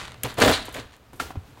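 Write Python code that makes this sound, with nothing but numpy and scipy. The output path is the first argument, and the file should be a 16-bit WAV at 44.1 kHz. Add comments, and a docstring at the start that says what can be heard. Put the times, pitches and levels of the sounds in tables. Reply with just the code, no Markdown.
"""A plastic sack of rice is bumped: its film crinkles, snaps, then crumples loudly as creases buckle.
The shifting load drums on the sack wall and lands with dull thuds; grains hiss along the film and settle.
A shoe slaps the hard floor and scuffs on, followed by a few soft knocks and a heel thud.
A small room echoes it all, over a low hum of room noise and handling rumble."""
import sys
import numpy as np
from scipy import signal
from scipy.fft import rfft, irfft
from scipy.io import wavfile
from scipy.ndimage import uniform_filter1d

SR = 44100
rng = np.random.default_rng(int(sys.argv[2]) if len(sys.argv) > 2 else 0)


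def generate_wav(signal):
    """Clip the signal to [-1, 1] and save it as 16-bit WAV at the path in sys.argv[1]."""
    frames = np.transpose(np.atleast_2d(signal))
    scaled = np.clip(frames, -1, 1) * 32767
    pcm = np.round(scaled).astype(np.int16)
    wavfile.write(sys.argv[1], SR, pcm)


N = 70560
T = np.arange(N) / SR

# how hard the film is creased: time_s, level_db
CREASE_LEVEL = [(0, -35), (.05, -41.5), (.09, -47), (.16, -58.5), (.228, -58.5), (.25, -28.5),
                (.275, -42.5), (.305, -39.5), (.365, -55.5), (.382, -29.5), (.40, -30.5), (.422, -16),
                (.44, -20.5), (.452, -19), (.468, -26.5), (.482, -19), (.52, -27), (.57, -31.5),
                (.62, -46.5), (.67, -43.5), (.73, -50.5), (.75, -38), (.80, -38), (.83, -52), (.90, -60.5),
                (.94, -51), (1.0, -79), (1.1, -69), (1.6, -61.5)]
# single creases popping through: start_s, level_db
CREASE_POPS = [(0.0348, -41), (0.0529, -30), (0.08, -29.5), (0.1194, -33), (0.143, -38.5), (.4, -27),
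               (0.4098, -16), (0.4188, -8), (0.4236, -14.5), (0.4267, -12), (0.4379, -16), (0.4835, -29),
               (0.4974, -15.5), (0.514, -18), (.932, -46)]
# tone of the film: freq_hz, gain_db
FILM_TONE = [(150, -11), (500, -9), (1000, 1), (1700, 2), (2500, -1.5), (3600, -1.5), (4600, -6),
             (5400, -12), (7000, -10.5), (10000, -18.5), (15500, -35)]

def film():
    """Tiny creases buckle in a dense stream, each a short crackle; larger ones pop singly."""
    crease_t60_s, pop_t60_s = 0.0048, 0.011
    buckles = clicks(per_s=2000, spread_db=3)
    decay = np.exp(-2 * np.log(1000) / (crease_t60_s * SR))
    energy = signal.lfilter([1 - decay], [1, -decay], buckles ** 2)
    crackle = np.sqrt(energy) * noise() + 0.95 * buckles
    pops = sum(from_db(db) * crack(s, pop_t60_s) for s, db in CREASE_POPS)
    return coloured(evened(crackle, samples=700) * level(CREASE_LEVEL) + pops, FILM_TONE)


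# how hard the load pushes on the sack wall: time_s, level_db
LOAD_PUSH = [(0, -50.5), (.225, -65), (.242, -34), (.266, -31), (.28, -40), (.365, -61), (.385, -20),
             (.402, -27.5), (.42, -14.5), (.455, -16.5), (.485, -16), (.51, -19), (.545, -32), (.58, -60),
             (.735, -55), (.752, -35), (.786, -39), (.83, -49.5), (.95, -84), (1.6, -97)]
# body of the loaded sack: freq_hz, gain_db
LOAD_TONE = [(25, -26), (60, -6), (110, -1), (165, -7.5), (250, -0.5), (330, -5), (480, 1), (700, -2),
             (1100, -10.5), (2000, -26.5), (5000, -28.5)]
# resonances of the sack wall: pitch_hz, width_hz, gain_db
WALL_MODES = [(110, 21, -1.5), (252, 74, 0.5), (430, 14, 1.5), (482.5, 32, -7.5), (632, 71, -3.5),
              (1020, 35, -9)]

def load():
    """The rice shifts in small jolts that drum on the resonant sack wall."""
    jolts = coloured(clicks(per_s=900, spread_db=2.5), LOAD_TONE)
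    ringing = sum(from_db(db) * signal.lfilter(*signal.iirpeak(hz, hz / width, fs=SR), jolts)
                  for hz, width, db in WALL_MODES)
    return evened(jolts + ringing, samples=800) * level(LOAD_PUSH)


# runs of sliding grain: peak_s, level_db, rise_s, t60_s
GRAIN_SLIDES = [(0.306, -42.5, 0.034, 0.095), (0.536, -22.5, 0.015, 0.17), (.625, -40.5, 0.011, 0.052),
                (.797, -45, 0.011, 0.05)]
# tone of the grain hiss: freq_hz, gain_db
SLIDE_TONE = [(800, -18), (2800, -4), (3900, 4.5), (5200, -7.5), (7000, -13), (9500, -12.5), (12000, -29),
              (16000, -27)]

def slides():
    """Grains hiss along the film after each shove."""
    swells = sum(from_db(db) * burst(s, rise, t60) for s, db, rise, t60 in GRAIN_SLIDES)
    return coloured(noise() * swells, SLIDE_TONE)


# sack snaps and, last, a bright scuffing brush: start_s, level_db, t60_s, treble_db
SNAPS_AND_BRUSH = [(.234, -19, 0.024, -0.5), (.342, -44, 0.009, 9), (0.4022, -22, 0.014, -2),
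                   (0.464, -25, 0.0089, -7), (.654, -40, .06, -1), (.691, -41.5, 0.014, -2),
                   (0.725, -49.5, 0.081, 6), (0.743, -34.5, 0.031, -8), (0.965, -50, 0.0096, 0),
                   (1.132, -53, 0.07, -3), (1.158, -64.5, 0.27, 11)]
# bright tone of the snaps and brush: freq_hz, gain_db
SNAP_TONE = [(60, -32), (250, -10), (500, -9), (1200, -9), (3300, 1.5), (5000, -12.5), (6800, 0),
             (8000, -2), (9200, 0), (10400, -9.5), (11700, -2.5), (13500, -10), (16000, -16)]

def snaps_and_brush():
    """Sharp snaps of the sack, and a faint bright scuffing brush just before the shoe slaps."""
    highpass = signal.butter(2, 11800, "high", fs=SR, output="sos")
    out = 0
    for s, db, t60, treble_db in SNAPS_AND_BRUSH:
        body = crack(s, t60)
        sizzle = unit_rms(signal.sosfilt(highpass, noise())) * burst(s, rise_s=0.0001, t60_s=t60)
        out += from_db(db) * (body + from_db(treble_db) * sizzle)
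    return coloured(out, SNAP_TONE)


# sack or heel landing: start_s, level_db, pitch_hz, t60_s
LANDINGS = [(.242, -24.5, 119.7, 0.22), (.24, -27, 252.7, 0.18), (0.433, -26, 112.6, 0.21),
            (0.482, -19, 89.8, 0.2), (.595, -38, 42.2, 0.25), (0.614, -36.5, 223, 0.13),
            (0.788, -38.5, 118.5, 0.34), (1.131, -37, 340, 0.062), (1.224, -34, 79, .22),
            (1.355, -35, 263, 0.1), (1.371, -19, 91, 0.1)]

def thuds():
    """Low booms where the weight of sack or heel lands."""
    return sum(from_db(db) * ring(s, hz, t60, rise_s=0.0017) for s, db, hz, t60 in LANDINGS)


# soft knocks of sack and shoe: start_s, level_db, centre_hz
KNOCK_HITS = [(.144, -40.5, 1500), (.155, -46, 1300), (.254, -24.5, 1490), (.615, -38, 260),
              (.682, -30, 480), (.781, -33, 403), (1.132, -40, 450), (1.305, -31.5, 820),
              (1.355, -35.5, 664), (1.573, -45.5, 1050)]
# tone of the contact rasp: freq_hz, gain_db
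RASP_TONE = [(120, -18), (270, -1.5), (600, -3.5), (1500, -9.5), (3000, -16.5), (10000, -39)]
# resonances a knock excites: pitch_hz, gain_db, t60_s
KNOCK_RINGS = [(284, 1.5, 0.064), (391, -2.5, 0.055), (513, -3.5, 0.033), (760, -3, 0.047), (980, 0, 0.043),
               (1176, -5.5, 0.032), (1497, -3.5, 0.032)]

def knocks():
    """Padded contacts: each rasps a little and favours the modes near its centre frequency."""
    rasp_db, rolloff_db_per_octave, scatter_db = -8.5, 5, 3
    rasp = sum(from_db(db + rasp_db) * burst(s, rise_s=0.00089, t60_s=0.1) for s, db, _ in KNOCK_HITS)
    out = coloured(noise() * rasp, RASP_TONE)
    for s, db, centre_hz in KNOCK_HITS:
        for k, (hz, mode_db, t60) in enumerate(KNOCK_RINGS):
            rolloff_db = rolloff_db_per_octave * abs(np.log2(hz / centre_hz))
            strength_db = db + mode_db - rolloff_db + scatter_db * rng.standard_normal()
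            out += (-1) ** k * from_db(strength_db) * ring(s, hz, t60)
    return out


# tone of the slap: freq_hz, gain_db
SLAP_TONE = [(100, -19), (240, 4.5), (400, -7.5), (580, -16), (780, -1), (1000, -0.5), (1400, 1),
             (2500, -5.5), (4000, -9.5), (6000, -13), (9500, -15.5), (16000, -34)]
# hollow ring of the sole: pitch_hz, level_db, t60_s
SOLE_RINGS = [(272, -27, 0.07), (729, -25.5, 0.072), (1180, -29, .035), (1367, -13, 0.027),
              (1860, -29, .035), (2650, -28, 0.031)]
# how hard the sole scuffs: time_s, level_db
SCUFF_LEVEL = [(1.11, -86), (1.14, -56), (1.192, -58.5), (1.21, -34.5), (1.25, -40.5), (1.285, -46),
               (1.315, -49), (1.335, -61), (1.42, -68), (1.48, -57.5), (1.56, -64), (1.6, -54.5)]
# tone of the scuff: freq_hz, gain_db
SCUFF_TONE = [(150, -6.5), (500, 6.5), (850, 1), (1300, -5.5), (2500, -4), (5000, -8.5), (10000, -13.5),
              (16000, -15)]

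def shoe():
    """A sole slaps the floor with a hollow ring and scuffs on."""
    slap_s, slap_db = 1.1995, -25.5
    impact = from_db(slap_db) * burst(slap_s, rise_s=0.0014, t60_s=0.1)
    slap = coloured(evened(noise(), samples=60) * impact, SLAP_TONE)
    hollow = sum(from_db(db) * ring(slap_s, hz, t60, rise_s=0.0013) for hz, db, t60 in SOLE_RINGS)
    scuff = coloured(noise(), SCUFF_TONE) * level(SCUFF_LEVEL)
    return slap + hollow + scuff


# the small room's reverb: freq_hz, level_db, t60_s
REVERB_BANDS = [(60, -12.5, .7), (120, -20.5, .7), (250, -20.5, 0.61), (496, -18.5, 0.43), (990, -10, 0.46),
                (3500, -12, 0.48), (7960, -25.5, 0.42), (16000, -10, 0.25)]

def room(x):
    """Reflections build quickly into a diffuse tail that dies band by band."""
    build_s, tail = 0.0088, 0
    edges_hz = np.geomspace(40, 18000, 10)
    for low, high in zip(edges_hz, edges_hz[1:]):
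        db, t60 = at_hz(REVERB_BANDS, np.sqrt(low * high))
        envelope = fade(T, t60) * (1 - np.exp(-T / build_s))
        band = signal.sosfilt(signal.butter(2, [low, high], "band", fs=SR, output="sos"), noise())
        tail += from_db(db) * band * envelope / np.linalg.norm(envelope)
    return signal.fftconvolve(x, tail)[:N]


# steady room tone: freq_hz, gain_db
ROOM_TONE = [(22, -9), (32, -6), (60, 6), (85, 0), (120, 4), (165, -8), (230, -5), (330, -8.5), (600, -8.5),
             (1200, -12), (2500, -19.5), (5000, -26), (10000, -32), (16000, -31)]
# tone of the handling rumble: freq_hz, gain_db
RUMBLE_TONE = [(20, -13), (35, -8), (65, 2), (85, -4), (120, 1.5), (160, -10.5), (400, -18), (2000, -52)]
# swells of the handling rumble: time_s, level_db
RUMBLE_LEVEL = [(0, -46), (.15, -49), (.33, -45), (.56, -56), (.66, -49), (.86, -46), (.95, -83),
                (1.1, -58), (1.18, -47), (1.3, -47.5), (1.48, -49.5), (1.6, -54.5)]

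def background():
    """A bed of low room noise, with handling rumble that comes and goes."""
    room_tone = from_db(-54) * coloured(noise(), ROOM_TONE)
    rumble = evened(coloured(noise(), RUMBLE_TONE), samples=2500) * level(RUMBLE_LEVEL)
    return room_tone + rumble


def from_db(db):
    """Decibels to gain."""
    return 10 ** (np.asarray(db) / 20)


def unit_rms(x):
    """Scale to unit rms."""
    return x / np.sqrt(np.mean(x ** 2) + 1e-20)


def level(rows):
    """A fader curve of time_s, level_db as a gain per sample."""
    return from_db(np.interp(T, *np.transpose(rows)))


def at_hz(rows, hz):
    """Read each column of a table on a log-frequency axis."""
    freqs, *columns = np.transpose(rows)
    return [np.interp(np.log(hz + 1e-9), np.log(freqs), column) for column in columns]


def coloured(x, tone):
    """Minimum-phase EQ shaped like the tone table; keeps the power of white noise."""
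    size = 2 * N
    gain_db = at_hz(tone, np.arange(N + 1) * SR / size)[0]
    cepstrum = irfft(np.log(unit_rms(from_db(gain_db))))
    cepstrum[1:N] *= 2  # fold onto positive time, so nothing rings ahead of a hit
    cepstrum[N + 1:] = 0
    return irfft(rfft(x, size) * np.exp(rfft(cepstrum)))[:N]


def evened(x, samples):
    """Hold the running rms at one."""
    power = uniform_filter1d(uniform_filter1d(x * x, samples), samples)
    return x / np.sqrt(np.abs(power) + 1e-12)


def noise():
    """White noise."""
    return rng.standard_normal(N)


def fade(age_s, t60_s):
    """Full level until age zero, then 60 dB down every t60_s."""
    return np.exp(-np.log(1000) * np.maximum(age_s, 0) / t60_s)


def burst(peak_s, rise_s, t60_s):
    """Envelope that swells to a peak and dies away."""
    return np.exp(np.minimum(T - peak_s, 0) / rise_s) * fade(T - peak_s, t60_s)


def crack(start_s, t60_s):
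    """Noise that starts at once and dies away."""
    return noise() * (T >= start_s) * fade(T - start_s, t60_s)


def ring(start_s, hz, t60_s, rise_s=1e-5):
    """A struck mode; a soft contact rounds its attack."""
    age = np.maximum(T - start_s, 0)
    attack = 1 - np.exp(-age / rise_s)
    return np.sin(2 * np.pi * hz * age) * attack * fade(age, t60_s) * (age < 2 * t60_s)


def clicks(per_s, spread_db):
    """Random clicks, mostly small, a few large."""
    hits = rng.random(N) < per_s / SR
    sizes = from_db(spread_db * np.minimum(rng.exponential(1, N), 4.5))
    return hits * sizes * rng.choice([-1, 1], N)


def scene():
    """Sack and shoe over the background; the step sends less to the reverb than the sack."""
    sack = film() + load() + slides() + snaps_and_brush() + knocks() + thuds()
    step, step_send_db = shoe(), -4
    reverb = room(sack + from_db(step_send_db) * step)
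    return (sack + step + reverb + background())[None]


def record(dry):
    """Soft saturation rounds the peaks and a steep low-pass cuts the very top."""
    lowpass = signal.ellip(10, 0.2, 80, 15800, fs=SR, output="sos")
    return signal.sosfilt(lowpass, np.tanh(dry))


dry = scene()
out = record(dry)
generate_wav(out)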